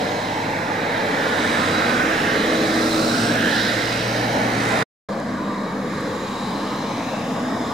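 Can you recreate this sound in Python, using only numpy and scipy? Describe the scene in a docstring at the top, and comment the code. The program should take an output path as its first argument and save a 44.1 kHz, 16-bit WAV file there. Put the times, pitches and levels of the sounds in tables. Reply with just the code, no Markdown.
"""First the wide roar of far traffic beside a busy highway, then near tyre noise swelling close to the camera.
Roar and tyre noise are random spectra; road echoes comb the tyres, and drifting bands swell or hollow the hiss.
Diesels drone as wavering orders of their firing rates, and a truck's valves clatter at every firing.
A short silence marks the cut to a second shot, where a thin whine and two small camera ticks are heard.
A small camera with two microphone ports listens."""
import sys
import numpy as np
from scipy import signal
from scipy.fft import rfft, irfft
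from scipy.io import wavfile
from scipy.ndimage import uniform_filter1d

SR = 44100
rng = np.random.default_rng(int(sys.argv[2]) if len(sys.argv) > 2 else 0)


def unload_audio(sound):
    """Save the sound as a 16-bit wav file, at the path given as the first command line argument."""
    columns = np.transpose(np.atleast_2d(sound))
    # keep every value between -1 and 1, then stretch to whole-number steps
    steps = np.round(np.clip(columns, -1, 1) * 32767)
    wavfile.write(sys.argv[1], SR, steps.astype(np.int16))


N = 340893
WINDOW, HOP = 1024, 256  # short-time spectra, samples
HZ = np.fft.rfftfreq(WINDOW, 1 / SR)
FRAMES = np.arange(N // HOP + 5) * HOP / SR  # frame times, s
CUT, RESUME = 4.828, 5.0864  # first shot starts to fade out, second starts to fade in, s


def gain_of(db):
    """Decibels to gain."""
    return 10 ** (np.asarray(db) / 20)


def evened(x):
    """Scales to rms 1."""
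    return x / np.sqrt(np.mean(abs(x) ** 2) + 1e-20)


def smoothed(x, size, axis=-1):
    """Running average along one axis."""
    return uniform_filter1d(x, size=size, axis=axis)


def read(points, hz=HZ):
    """Reads a spectrum on a log-frequency axis, as a column."""
    f, value = np.transpose(points)
    return np.interp(np.log(hz + 1), np.log(f + 1), value)[:, None]


def columns(rows, t):
    """Each control column read at the times t, and where the rows are sounding."""
    s, *cols = np.transpose(rows)
    sounding = (t >= s[0] - .03) & (t <= s[-1] + .03)
    return [np.interp(t, s, c) for c in cols], sounding


def above(hz, octaves):
    """Rises from 0 to 1 around hz."""
    return (.5 + .5 * np.tanh(np.log2((HZ + 1) / hz) / octaves))[:, None]


def swell(t, s, db, rise, fall):
    """Gain of a source that nears, is loudest at s and leaves; silent in the other shot."""
    away = (t - s) / np.where(t < s, rise, fall)
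    loss_db = -15.5 * np.log10(1 + away ** 2)
    same_shot = (t < RESUME - .1) == (s < RESUME - .1)
    return gain_of(db + loss_db) * same_shot


# The two microphone ports, three lists in each table: far roar of shot 1, all of shot 2, near vehicles of shot 1.
# How alike the ports hear. Each row: frequency in Hz, likeness (1 alike, 0 or less unrelated).
PORT_LIKENESS = [
    [(300, 2), (600, 0.8), (850, 0.3), (1050, 0.76), (1350, .2), (1700, 0.45), (2000, .8), (3000, .72),
     (4000, 0.75), (5000, 0.6), (6000, 0.5), (7000, 0.5), (9000, -0.1), (15000, 0.6)],
    [(300, 1.5), (600, 0.8), (850, 0.8), (1150, 0.74), (1400, 0.6), (1700, 0.8), (2000, 0.7), (2500, 0.7),
     (3500, .8), (4000, 0.8), (4500, .65), (6000, .47), (7000, 0.6), (9000, .5), (15000, 1.1)],
    [(300, .97), (600, .93), (800, .8), (1050, 0.6), (1400, 0.5), (1700, .9), (2500, 0.2), (3500, 1.2),
     (4000, .92), (5000, 1.5), (6000, 0), (7000, -0.3), (9000, -0.1), (15000, -0.5)],
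]
# How far the left port leads. Each row: frequency in Hz, lead in radians.
PORT_LEAD = [
    [(300, -1), (600, -.5), (800, -1.1), (1000, -1.5), (1200, -1.9), (1380, -3.5), (1600, -5), (2000, -5.5),
     (3000, -6), (4500, -6.1), (6000, -6), (7000, -6.5), (9000, -7), (12000, -6.5)],
    [(300, -0.027), (600, .2), (900, -0.2), (1300, 0.52), (1700, .2), (2000, 0.31), (2500, -0.87),
     (3500, -.5), (4000, -0.12), (5000, -0.53), (6000, -0.37), (12000, -.05)],
    [(300, 0.1), (600, -0.9), (800, -2.1), (1000, -3), (1200, -4.4), (1400, -5), (2000, -6), (3500, -6),
     (4500, -7), (6000, -5.5), (7000, -7.5), (12000, -6.3)],
]
# How the level leans to one port. Each row: frequency in Hz, left over right in dB.
PORT_LEAN = [
    [(300, 12), (700, -1.5), (1000, -1.5), (1400, -6.5), (1800, -3), (2400, -4), (4400, -2), (8000, -0.5),
     (15000, -1.5)],
    [(300, -2.5), (750, 4.5), (1200, -2.5), (1600, 1.5), (2100, -1.5), (3000, -1), (5500, -0.5),
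     (15000, -1)],
    [(300, -1), (700, 0), (1100, -7.5), (1600, -5.5), (2400, -5), (4400, -2), (8000, -13), (15000, -1)],
]


def noise(shape, level, port, ridges, patchy_db, ripple_db, side_db=0):
    """Random short-time spectra of rms level, with drifting patches, heard through both ports."""
    a, b, c, d, patches, ripple = rng.standard_normal((len(FRAMES), len(HZ), 6)).T
    patches = evened(smoothed(smoothed(patches, 8, axis=0), 24, axis=1))
    ripple = evened(smoothed(ripple, 60, axis=1))  # random narrow, slow ridges give the hiss a fine grain
    like, lead, lean_db = (np.where(FRAMES < CUT + .1, read(table[port]), read(table[1]))
                           for table in (PORT_LIKENESS, PORT_LEAD, PORT_LEAN))
    aside = above(450, 0.55)  # bass bends round the camera and reaches both ports alike
    # a swelling band comes from one place, so the ports hear it more alike
    unlike = np.clip((1 - like) / ridges ** .8, 0, 1)
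    like = .987 * (1 - unlike * aside)
    left = a + 1j * b
    right = like * left + np.sqrt(1 - like ** 2) * (c + 1j * d)
    right = right * np.exp(-1j * lead * aside)
    lean = gain_of((lean_db + side_db) * aside / 2)
    unit = np.sqrt(3 / WINDOW)  # rms 1 once the windows overlap
    texture = gain_of(patchy_db * patches + ripple_db * ripple)
    return np.array([left * lean, right / lean]) * shape * level * unit * texture


# Far traffic, one list a shot. Each row: time in seconds, level in dB, lift of the treble above about 2.4 kHz in dB,
# lift of the bass below about 340 Hz in dB.
TRAFFIC = [
    [(0, -24, 0, 0.5), (.7, -23, -4.5, -6), (1.6, -22.5, 1.5, -2), (2.3, -24, 3, -3), (3.0, -22, 2, -1),
     (3.4, -23.5, 3.5, 4), (3.7, -27, 4, 2), (4.3, -22, 0.5, 0), (4.83, -18.5, -7.5, -3)],
    [(5.09, -27, 0.5, 4.5), (5.8, -27, -0.5, 2), (5.95, -27, 3.5, 4.5), (6.5, -26.5, 2, 3.5),
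     (7.1, -27, 3, 4.5), (7.73, -25.5, 4, 1)],
]
# Spectrum of the far roar, one list a shot. Each row: frequency in Hz, relative level in dB.
ROAR = [
    [(30, -50.5), (50, -35), (65, -23), (85, -19), (130, -10), (220, -2.5), (500, -7.5), (850, -8.5),
     (1250, -15), (1900, -12.5), (2300, -17.5), (2700, -22), (5300, -27.5), (8000, -35.5), (15700, -48)],
    [(30, -53), (50, -39), (70, -26), (110, -10.5), (230, -0.5), (500, -3.5), (780, -7.5), (1150, -5),
     (1380, -19), (1600, -13), (2250, -19.5), (2700, -31), (4600, -31.5), (5150, -28.5), (5900, -35.5),
     (6900, -33), (8200, -40.5), (13000, -50), (15700, -60)],
]


def traffic(ridges):
    """The far roar of each shot; it brightens and rumbles by its own controls."""
    out = 0
    for shot, rows in enumerate(TRAFFIC):
        (roar_db, bright_db, rumble_db), sounding = columns(rows, FRAMES)
        tilt = gain_of(bright_db * above(2380, 0.15) + rumble_db * (1 - above(340, 0.82)))
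        shape = evened(gain_of(read(ROAR[shot]))) * tilt
        level = gain_of(roar_db) * sounding
        out = out + noise(shape, level, shot, ridges, patchy_db=1.07, ripple_db=2.11)
    return out


# Swells of near tyre noise; one vehicle may have two. Each row: loudest moment in seconds, tyre level in dB,
# rise in seconds, fall in seconds, road echo comb spacing in Hz at that moment, widening in Hz a second,
# treble lift in dB, left over right in dB.
PASSES = [(1.5, -25.5, 0.44, 1, 1740, 96, -4.5, -0.5), (2.15, -23, 0.37, 0.4, 1474, 616, -21, -1),
          (3.15, -24.5, 0.53, 0.2, 1460, 560, 1, -1.5), (3.6, -23.5, 0.242, 0.42, 1660, 850, -1, -1.5),
          (4.75, -28.5, 0.22, .3, 1225, 250, 1.5, -1), (6.65, -38.5, 0.78, 0.18, 970, 22, 3, 0.5),
          (7.1, -41.5, 0.36, 0.37, 1295, 520, 6, 7.5)]
# Spectrum of the tyre noise. Each row: frequency in Hz, relative level in dB.
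TYRES = [(100, -19.5), (200, -1.5), (350, 7), (600, 3.5), (1000, -2), (1600, 0.5), (2200, -7),
         (2700, -10.5), (3500, -10.5), (5300, -15.5), (6500, -22.5), (9000, -26), (15700, -33)]


def passing(ridges):
    """Tyre noise bouncing between road and chassis: a ridged comb that widens as the vehicle draws away."""
    power, side = 1e-20, 0
    bounce = .35 * np.exp(-HZ / 9000)[:, None]  # rough asphalt scatters the treble
    for s, tyre_db, rise, fall, comb_hz, widening, treble_db, side_db in PASSES:
        spacing = np.maximum(comb_hz + widening * (FRAMES - s), 700)  # tightest comb 700 Hz
        phase = 2 * np.pi * HZ[:, None] / spacing
        comb = (1 - bounce ** 2) / (1 + bounce ** 2 - 2 * bounce * np.cos(phase))
        gain = swell(FRAMES, s, tyre_db, rise, fall) * gain_of(treble_db * above(2840, 0.14))
        part = comb * gain ** 2
        drift_db = 1 * np.clip(FRAMES - s, -1, 1)  # across the ports, 1 dB a second
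        power = power + part
        side = side + part * (side_db + drift_db)
    shape = evened(gain_of(read(TYRES)))
    return noise(shape, np.sqrt(power), 2, ridges, patchy_db=0.5, ripple_db=3.0, side_db=side / power)


# Bands of road hiss that swell (+) or hollow out (-), some sliding upward, others nearly still.
# Each row: middle in seconds, depth in dB, half length in seconds, frequency in Hz, slide in Hz a second, width in Hz.
BANDS = [(2.15, 3.5, .45, 2630, 1200, 330), (2.1, 2.5, 0.79, 1650, 900, 310),
         (3.035, -6.5, 0.22, 1720, 790, 610), (3.01, -7, 0.36, 3000, 600, 1100),
         (3.19, 5, 0.25, 1500, 500, 190), (3.51, 4, 0.13, 1770, 600, 180),
         (3.34, -4.5, 0.92, 1100, 98, 220), (3.5, 4.5, 0.19, 3200, 3500, 400),
         (3.1, 3, .25, 4200, 1600, 690), (3.26, 6.5, .2, 5500, 800, 620), (3.55, -1.5, .3, 2340, 1100, 300),
         (3.72, 3, .2, 2000, 500, 300), (3.45, 3.5, 0.19, 4050, 50, 300), (3.4, -6.5, .09, 4760, 50, 1100),
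         (3.36, -6.5, .09, 7800, 50, 3200), (3.93, 4.5, .3, 5000, 1400, 840),
         (3.61, 4.5, 0.085, 5000, 500, 1300), (4.15, 2.5, 0.32, 6150, 300, 350),
         (3.05, 3, .2, 8100, 50, 1200), (3.3, 9, .1, 8100, 50, 600), (1.55, 4.5, .2, 8200, 1000, 1500),
         (4.3, -5.5, .3, 7300, 50, 900), (0.6, -5, 0.15, 3120, 50, 370), (0.12, 4.5, 0.23, 6300, 50, 450),
         (0.55, 0, 0.81, 2200, 300, 560), (4.33, -9, .3, 3510, 50, 350), (6.5, -3, .35, 1300, 100, 300),
         (2.06, -5, 0.15, 4300, 50, 880), (1.63, 2.5, 0.31, 3900, 100, 260),
         (7.09, 7, 0.3, 2570, 1000, 450), (6.5, 3, 0.17, 4030, 200, 400), (6.9, 4, 0.14, 4120, 200, 200),
         (6.7, -2, .6, 540, 10, 140), (3.23, -2.5, .4, 774, 50, 180), (7.0, -4, .35, 2830, 1300, 220),
         (7.6, -3.5, 0.16, 2750, 300, 430), (6.3, 3, .3, 6950, 300, 700), (6.45, 4, .2, 8800, 50, 1100),
         (7.36, 2.5, .35, 6700, 1300, 660), (7.15, -1, .45, 7800, 50, 600), (5.55, 1.5, .35, 3830, 10, 160),
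         (4.68, 4, 0.18, 8300, 50, 3000), (7.5, 6, .3, 3570, 10, 200), (6.72, 4, 0.53, 3800, 200, 570),
         (7.36, -8, .3, 4200, 50, 510), (6.95, 4.5, 0.2, 6100, 500, 770), (7.5, 2, .3, 5300, 50, 490),
         (6.03, 4.5, .2, 1770, 50, 420), (6.56, 4, .35, 1280, 50, 290), (6.2, -7, 0.35, 640, 44, 120),
         (6.8, 6.5, 0.23, 2950, 50, 300), (0.45, 5, 0.28, 880, 50, 180), (0.37, -4, 0.59, 1290, 50, 270),
         (1.6, 4, 0.9, 526, 25, 70), (1.15, 2.5, .4, 1900, 50, 610), (.3, 2.5, 0.65, 200, 10, 90),
         (2.05, 5, 0.34, 155, 10, 54), (5.37, -6.5, 0.48, 840, 20, 180), (7.37, 5.5, 0.56, 264, 10, 39),
         (7.45, 3, 0.43, 660, 20, 83)]


def bands():
    """Gain over pitch and time from the swelling and hollowing bands."""
    total_db = 0
    for s, db, half, hz, slide, width in BANDS:
        aged = (FRAMES - s) / half
        detuned = 2 * (HZ[:, None] - hz - slide * (FRAMES - s)) / width
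        total_db = total_db + db * np.exp(-aged ** 2 - detuned ** 2 / 2)
    return gain_of(total_db)


def engine(diesel, orders, waver=.003, flutter_db=1.5):
    """Low orders of the firing rate as wavering tones, each fluttering alone; also returns the firing count."""
    t = np.arange(N) / SR
    firing, swells = diesel
    drift = evened(smoothed(smoothed(rng.standard_normal(N), 3000), 3000))
    rate = np.interp(t, *np.transpose(firing)) * (1 + waver * drift)
    turns = np.cumsum(rate) / SR + rng.random()
    steps = np.arange(0, N + 400, 200) / SR
    wander = rng.standard_normal((len(orders), len(steps)))
    flutter = gain_of(flutter_db * evened(smoothed(smoothed(wander, 8), 8)))
    drone = 0
    for order, row, f in zip(orders, swells, flutter):
        level = np.interp(t, steps, f) * np.sqrt(2) * swell(t, *row)
        drone = drone + level * np.sin(2 * np.pi * order * turns)
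    return drone, turns


# Bus diesel, two lists. Each row of the first: time in seconds, firing rate in Hz.
# Each row of the second, one swell of an order; an order may have several: loudest moment in seconds,
# level in dB, rise in seconds, fall in seconds.
BUS = ([(0, 106.8), (1.5, 107.5), (2.2, 105.6), (2.65, 107.5), (3.0, 107.1), (3.7, 103.8)],
        [(0.73, -41.5, 1.1, 0.45), (2.8, -42, .6, .6), (2.4, -32, 0.09, 0.15), (2.94, -22, 0.26, 0.062),
        (2.33, -31.5, 0.16, .1), (2.62, -29, .04, .04), (2.95, -32, 0.22, 0.28)])


def bus():
    """Diesel drone on orders 1, 3 and 4 of the firing rate."""
    return engine(BUS, (1, 1, 3, 3, 4, 4, 4))[0]


# Van diesel, two lists with the same columns as the bus.
VAN = ([(1.0, 98), (2.1, 95.7)], [(1.6, -39, 0.25, 0.33)])


def van():
    """Diesel drone on the firing rate alone."""
    return engine(VAN, (1,))[0]


# Truck diesel, two lists with the same columns as the bus.
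TRUCK = ([(1.2, 57.76), (2.7, 59.43), (3.55, 57.67), (3.9, 58.7), (4.83, 59.04)], [(2.2, -49, 0.48, 0.8),
          (4.4, -48.5, 0.41, 0.63), (3.3, -36.5, 0.14, 0.055), (4.21, -31, 0.4, 0.61),
          (1.7, -38, 0.61, 0.19), (2.96, -30.5, 0.25, 0.28), (3.46, -27, 0.22, 0.04)])


def truck():
    """Diesel drone on orders 1, 2 and 4, with the firing count that times the clatter."""
    return engine(TRUCK, (1, 1, 2, 2, 4, 4, 4))


# Truck valve clatter. Each row: loudest moment in seconds, level in dB, rise in seconds, fall in seconds.
CLATTER = [(3.0, -37.5, 0.23, 0.37), (3.7, -44, 0.17, 0.46), (4.8, -43, 0.18, .3)]


def clatter(turns):
    """A puff of treble noise at every firing, dying away over part of each turn of the count."""
    level = sum(swell(np.arange(N) / SR, *row) for row in CLATTER)
    hiss = rng.standard_normal(N) + 1.4 * rng.standard_normal((2, N))  # shared by the ports, plus each its own
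    band = signal.butter(2, [2500, 7000], "bandpass", fs=SR, output="sos")
    puffs = signal.sosfilt(band, hiss) * np.exp(-(turns % 1) / .31)
    return evened(puffs) * level * gain_of([[-1.5], [1.5]])  # leans to the right port


# Coach diesel, two lists with the same columns as the bus.
COACH = ([(5.09, 198.9), (6.8, 202.7)], [(5.65, -32.5, 0.43, 0.27), (6.65, -34, 0.35, 0.18)])


def coach():
    """Diesel drone on the firing rate, in two swells."""
    return engine(COACH, (1, 1))[0]


# Thin whine, two lists with the same columns as the bus, its pitch in Hz in place of the firing rate.
WHINE = ([(5.09, 3800), (6.0, 3808)], [(5.52, -55.5, 0.17, .25)])


def whine():
    """One thin, steadier tone, perhaps a turbocharger."""
    return engine(WHINE, (1,), waver=0.00074)[0]


# Small ticks on the camera. Each row: start in seconds, peak in dB, top frequency in Hz.
TICKS = [(5.201, -33, 9500), (6.0082, -32, 11500)]


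def ticks():
    """Very short bright cracks of band-passed noise, the burst dying 60 dB in 3.3 ms."""
    out, t = np.zeros(N), np.arange(130) / SR
    for s, db, top_hz in TICKS:
        band = signal.butter(2, [5500, top_hz], "bandpass", fs=SR, output="sos")
        burst = rng.standard_normal(len(t)) * gain_of(-60 * t / 0.0033)
        crack = signal.sosfilt(band, burst)
        out[round(s * SR):][:len(t)] += gain_of(db) * crack / abs(crack).max()
    return out


# Car engine, two lists with the same columns as the bus.
CAR = ([(7.0, 260), (7.73, 249)], [(7.4, -34, 0.36, .35)])


def car():
    """Engine drone on the firing rate alone."""
    return engine(CAR, (1,))[0]


def scene():
    """All road sources summed at the two ports."""
    ridges = bands()
    spectra = (traffic(ridges) + passing(ridges)) * ridges
    road = signal.istft(spectra, nperseg=WINDOW, noverlap=WINDOW - HOP)[1][:, :N]
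    truck_drone, turns = truck()
    drones = bus() + van() + truck_drone + coach() + car()
    return road + drones + clatter(turns) + whine() + ticks()


# Camera body dip and port resonance. Each row: frequency in Hz, width in Hz, gain in dB.
BODY = [(381.7, 45.5, -11.5), (4040, 860, 6.5), (4376, 180, -5.5)]


def record(dry):
    """Camera colour, converter offset, the cut between shots, the band limit."""
    hz, t = np.fft.rfftfreq(N, 1 / SR), np.arange(N) / SR
    colour_db = sum(db / (1 + (2 * (hz - f) / width) ** 2) for f, width, db in BODY)
    heard = irfft(rfft(dry) * gain_of(colour_db), N) - .00257  # converter offset
    fading = np.clip(t - CUT, 0, 1)
    fade_out = gain_of(-3200 * fading) * (fading < .035)  # 3200 dB a second, silent after 35 ms
    fade_in = np.clip((t - RESUME) / 0.0033, 0, 1)
    heard = heard * np.where(t >= RESUME, fade_in, fade_out)
    band_limit = signal.firwin(511, 15750, window=("kaiser", 9), fs=SR)  # low-pass, Hz
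    return signal.oaconvolve(heard, band_limit[None], "same")


dry = scene()
out = record(dry)
unload_audio(out)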